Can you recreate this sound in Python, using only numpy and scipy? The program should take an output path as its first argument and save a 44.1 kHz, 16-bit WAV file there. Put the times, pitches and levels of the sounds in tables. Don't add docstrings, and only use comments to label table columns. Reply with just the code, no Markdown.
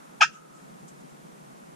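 import sys
import numpy as np
from scipy import signal
from scipy.fft import rfft, irfft
from scipy.io import wavfile
from scipy.ndimage import uniform_filter1d

SR = 44100
rng = np.random.default_rng(int(sys.argv[2]) if len(sys.argv) > 2 else 0)


def to_wav(sig):
    pcm = np.clip(np.atleast_2d(sig), -1, 1) * 32767
    pcm = np.round(pcm).astype(np.int16)
    wavfile.write(sys.argv[1], SR, pcm.T)


N = 77175

# f/Hz, relative level/dB
AIR_SPECTRUM = [(20, 4), (128, 1), (160, -4), (210, -3.5), (270, -9), (310, -7), (638, -6.5), (796, -7.5),
                (1380, -11), (1590, -16), (3000, -24.5), (4680, -28), (6500, -25.5), (9620, -26.5),
                (12000, -32), (15000, -39)]
# f/Hz, correlation
AIR_CORRELATION = [(60, 0.54), (130, 0.58), (290, -0.27), (630, -0.81), (1380, -0.74), (3030, 0.24),
                   (6640, 0.076), (14500, -0.034)]
# t/s, relative level/dB
RUMBLE_CONTOUR = [(0, -1), (.3, 9), (.5, 2), (.7, 4.5), (.9, 7), (1.15, 7.3), (1.4, 4.7), (1.65, 7.3)]
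# t/s, f/Hz
SLIP_RATE = [(.201, 860), (.205, 870), (.208, 860), (.211, 805), (.214, 715), (.217, 660), (.221, 625),
             (.224, 640), (.229, 720), (.235, 840), (.240, 920), (.246, 960), (.252, 1030)]
STROKE_DB = [-52, -37, -20, -8, -10, -12, -13, -13, -15, -16, -22, -32, -47]
# f/Hz, width/Hz, level/dB
POT_MODES = [(903, 200, -1), (1260, 110, 3.5), (1513, 138, -1), (1779, 162, -1), (2173, 280, -4),
             (2613, 325, 3), (3583, 150, -8.5), (3860, 550, -25), (5242, 120, -2), (6155, 450, -12),
             (7300, 306, -13.5), (7360, 640, -25), (9090, 470, -34)]
# f/Hz, width/Hz
POT_NOTCHES = [(1960, 160)]
# f/Hz, level/dB
WIDENING_BALANCE = [(600, 5), (900, -6), (1270, 9.8), (2330, 0.3), (4290, 9.5), (7900, -3.5)]
# f/Hz, phase/rad
WIDENING_LEAD = [(600, 1.6), (1030, 0.87), (1640, 1.39), (2070, 0.34), (3960, -0.031), (5170, 0.84),
                 (7000, -0.79), (10000, 2)]
# f/Hz, tail t60/s, level/dB
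BLIND_BANDS = [(600, 0.024, -19), (990, 0.15, -60.5), (1350, 0.12, 1.5), (2310, 0.15, -12),
               (4670, 0.1592, -4), (8760, 0.16, -3)]
# delay t/s, left level/dB, right level/dB
WALL_BOUNCES = [(.0031, -17, -6.5), (.0047, -16, 3), (.0065, -24, 1.5), (.0095, 0, -41.5),
                (.0109, -5.5, -16.5), (.0145, -6.5, -1.5)]
# t/s, length/s, centre f/Hz, level/dB
BRUSHES = [(0.312, 0.063, 2670, -54), (0.319, 0.064, 6360, -54), (0.527, 0.099, 7280, -62.5),
           (0.877, 0.026, 7050, -52.5), (1, 0.017, 6750, -63), (1.09, 0.04, 6900, -65.5)]

T_S = np.arange(N) / SR
BINS_HZ = np.fft.rfftfreq(N, 1 / SR)
WOODS_HZ, WOODS_WIDTH_HZ, WOODS_T60_S = 1280, 420, 1.6


def gain_of(db):
    return 10 ** (np.asarray(db) / 20)


def unit_rms(x):
    return x / np.sqrt(np.mean(x ** 2) + 1e-20)


def interp_log(points, hz):
    f, value = np.transpose(points)
    return np.interp(np.log(hz + 1), np.log(f + 1), value)


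def resonate(x, hz, width_hz):
    r = np.exp(-np.pi * width_hz / SR)
    return 2 * signal.lfilter([1 - r], [1, -r * np.exp(2j * np.pi * hz / SR)], x).real


def band(x, hz, width_hz):
    return resonate(resonate(x, hz, width_hz), hz, width_hz)


def air(level_db=-48, cut_hz=132.4, cut_db=-38, rumble_hz=305, swell_db=2):
    hz = np.fft.rfftfreq(4096, 1 / SR)
    a, b, c, d = rng.standard_normal((N // 1024 + 5, 2049, 4)).T
    corr = np.clip(interp_log(AIR_CORRELATION, hz), -1, 1)[:, None]
    left = a + 1j * b
    spectra = np.array([left, corr * left + np.sqrt(1 - corr ** 2) * (c + 1j * d)])
    spectra *= gain_of(interp_log(AIR_SPECTRUM, hz) + cut_db / (1 + (hz / cut_hz) ** 30))[:, None]
    noise = signal.istft(spectra, nperseg=4096, noverlap=3072)[1][:, :N]
    lumps = unit_rms(uniform_filter1d(uniform_filter1d(rng.standard_normal(N), size=1500), size=1500))
    rumble = signal.sosfiltfilt(signal.butter(2, rumble_hz, fs=SR, output="sos"), noise)
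    swell = gain_of(swell_db * lumps + np.interp(T_S, *np.transpose(RUMBLE_CONTOUR)))
    return gain_of(level_db) * unit_rms(noise + rumble * (swell - 1))


def earlier_ring(level_db=-59):
    ring = unit_rms(band(rng.standard_normal((2, N)), WOODS_HZ, WOODS_WIDTH_HZ))
    return ring * gain_of(level_db - 60 * T_S / WOODS_T60_S)


def thuds(rate_hz=9.75, first_s=.1, tone_hz=45, level_db=-65):
    offset_s = (((T_S - first_s) * rate_hz + .5) % 1 - .5) / rate_hz
    cycles = offset_s * tone_hz
    return gain_of(level_db) * np.sin(2 * np.pi * cycles) * np.exp(-(cycles / .33) ** 2)


def striker(t, jitter=.027, wobble_db=2.6, catch_s=.21, fade_db_per_s=-170):
    rate_wobble, level_wobble = map(unit_rms, uniform_filter1d(rng.standard_normal((2, len(t))), 70))
    knots_s, slip_hz = np.transpose(SLIP_RATE)
    cycles = np.cumsum(np.interp(t, knots_s, slip_hz) * (1 + jitter * rate_wobble)) / SR
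    soft_db = np.minimum(np.interp(t, knots_s, STROKE_DB) + 14, 0) * (t < catch_s)
    tilt_db_per_oct = -2.5 + .3 * soft_db
    slips = gain_of(fade_db_per_s * np.maximum(t - catch_s, 0)) * np.cos(2 * np.pi * cycles)
    for k in range(2, 17):
        slips += gain_of(tilt_db_per_oct * np.log2(k)) * np.cos(2 * np.pi * k * cycles)
    bursts = np.exp(-(cycles % 1) / .1) * rng.standard_normal(len(t))
    grit = .45 * gain_of(2 * tilt_db_per_oct + 4.5) * unit_rms(np.diff(bursts, prepend=0))
    drive_db = np.interp(t, knots_s, STROKE_DB, left=-99, right=-99) + wobble_db * level_wobble
    return gain_of(drive_db) * (slips + grit)


def cluck(ring_gain_db=5.5, tick_s=.2102, tick_gain_db=-44, tick_decay_s=.0012):
    t = T_S[:SR // 2]
    drive = striker(t)
    ring = sum((-1) ** k * gain_of(db) * resonate(drive, hz, width_hz)
               for k, (hz, width_hz, db) in enumerate(POT_MODES))
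    for hz, width_hz in POT_NOTCHES:
        ring -= .776 * resonate(ring, hz, width_hz)
    ring = signal.sosfilt(signal.butter(4, 560, "high", fs=SR, output="sos"), ring)
    ring = signal.sosfilt(signal.butter(8, 9400, fs=SR, output="sos"), ring)
    tick = np.diff(rng.standard_normal(len(t) + 1))
    tick *= np.exp(-np.maximum(t - tick_s, 0) / tick_decay_s) * (t > tick_s)
    return np.pad(gain_of(ring_gain_db) * ring + gain_of(tick_gain_db) * tick, (0, N - len(t)))


def widen(call):
    half = gain_of(interp_log(WIDENING_BALANCE, BINS_HZ) / 2)
    half = half * np.exp(.5j * interp_log(WIDENING_LEAD, BINS_HZ))
    return irfft(rfft(call) * np.array([half, 1 / half]), N)


def blind(call, tail_db=-3.5, cut_hz=1150):
    bands = np.array(BLIND_BANDS)
    noise = rng.standard_normal((2, SR // 3)) * (np.arange(SR // 3) > 500)
    hz, t, spectra = signal.stft(noise, SR, nperseg=128)
    t60_s = interp_log(bands[:, :2], hz)[:, None]
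    tail = signal.istft(spectra * gain_of(-60 * t / t60_s), SR, nperseg=128)[1]
    response = gain_of(tail_db) * tail / np.linalg.norm(tail[0])
    for k, (delay_s, *db) in enumerate(WALL_BOUNCES):
        response[:, :1024] += (-1) ** k * gain_of(db)[:, None] * np.sinc(np.arange(1024) - delay_s * SR)
    reflected = signal.sosfilt(signal.butter(3, cut_hz, "high", fs=SR, output="sos"), call)
    coloured = irfft(rfft(reflected) * gain_of(interp_log(bands[:, ::2], BINS_HZ)), N)
    return signal.fftconvolve(coloured[None], response, axes=1)[:, :N]


def woods(call, echo_s=.14, smear_s=.012, echo_db=-48, ring_db=-46):
    burst = rng.standard_normal((2, N)) * np.exp(-((T_S - echo_s) / smear_s) ** 2)
    echo = band(burst, WOODS_HZ, WOODS_WIDTH_HZ)
    ring = band(rng.standard_normal((2, N)), WOODS_HZ, WOODS_WIDTH_HZ) * gain_of(-60 * T_S / WOODS_T60_S)
    response = gain_of(echo_db) * echo / np.linalg.norm(echo[0])
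    response += gain_of(ring_db) * ring / np.linalg.norm(ring[0])
    return signal.fftconvolve(call[None], response, axes=1)[:, :N]


def brushes():
    out = np.zeros((2, N))
    for start_s, length_s, hz, db in BRUSHES:
        age = 3 * np.clip((T_S - start_s) / length_s, 0, 30)
        noise = unit_rms(band(rng.standard_normal((2, N)), hz, .4 * hz))
        out += gain_of(db) * age * np.exp(1 - age) * noise
    return out


def scene():
    call = cluck()
    return widen(call) + blind(call) + woods(call) + earlier_ring() + air() + brushes() + thuds()


def record(dry):
    knee_db, duck_db_per_db, release_db_per_s, edge_hz = -22, .33, 40.5, 15000
    power_db = 10 * np.log10(abs(uniform_filter1d((dry ** 2).mean(0), size=400)) + 1e-12)
    fall_db = release_db_per_s * T_S
    held_db = np.maximum.accumulate(power_db + fall_db) - fall_db
    over_db = uniform_filter1d(np.maximum(held_db - knee_db, 0), size=200)
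    ducked = dry / gain_of(duck_db_per_db * over_db)
    lowpass = signal.firwin(511, edge_hz, window=("kaiser", 9), fs=SR)
    return signal.oaconvolve(ducked, lowpass[None], "same")


dry = scene()
out = record(dry)
to_wav(out)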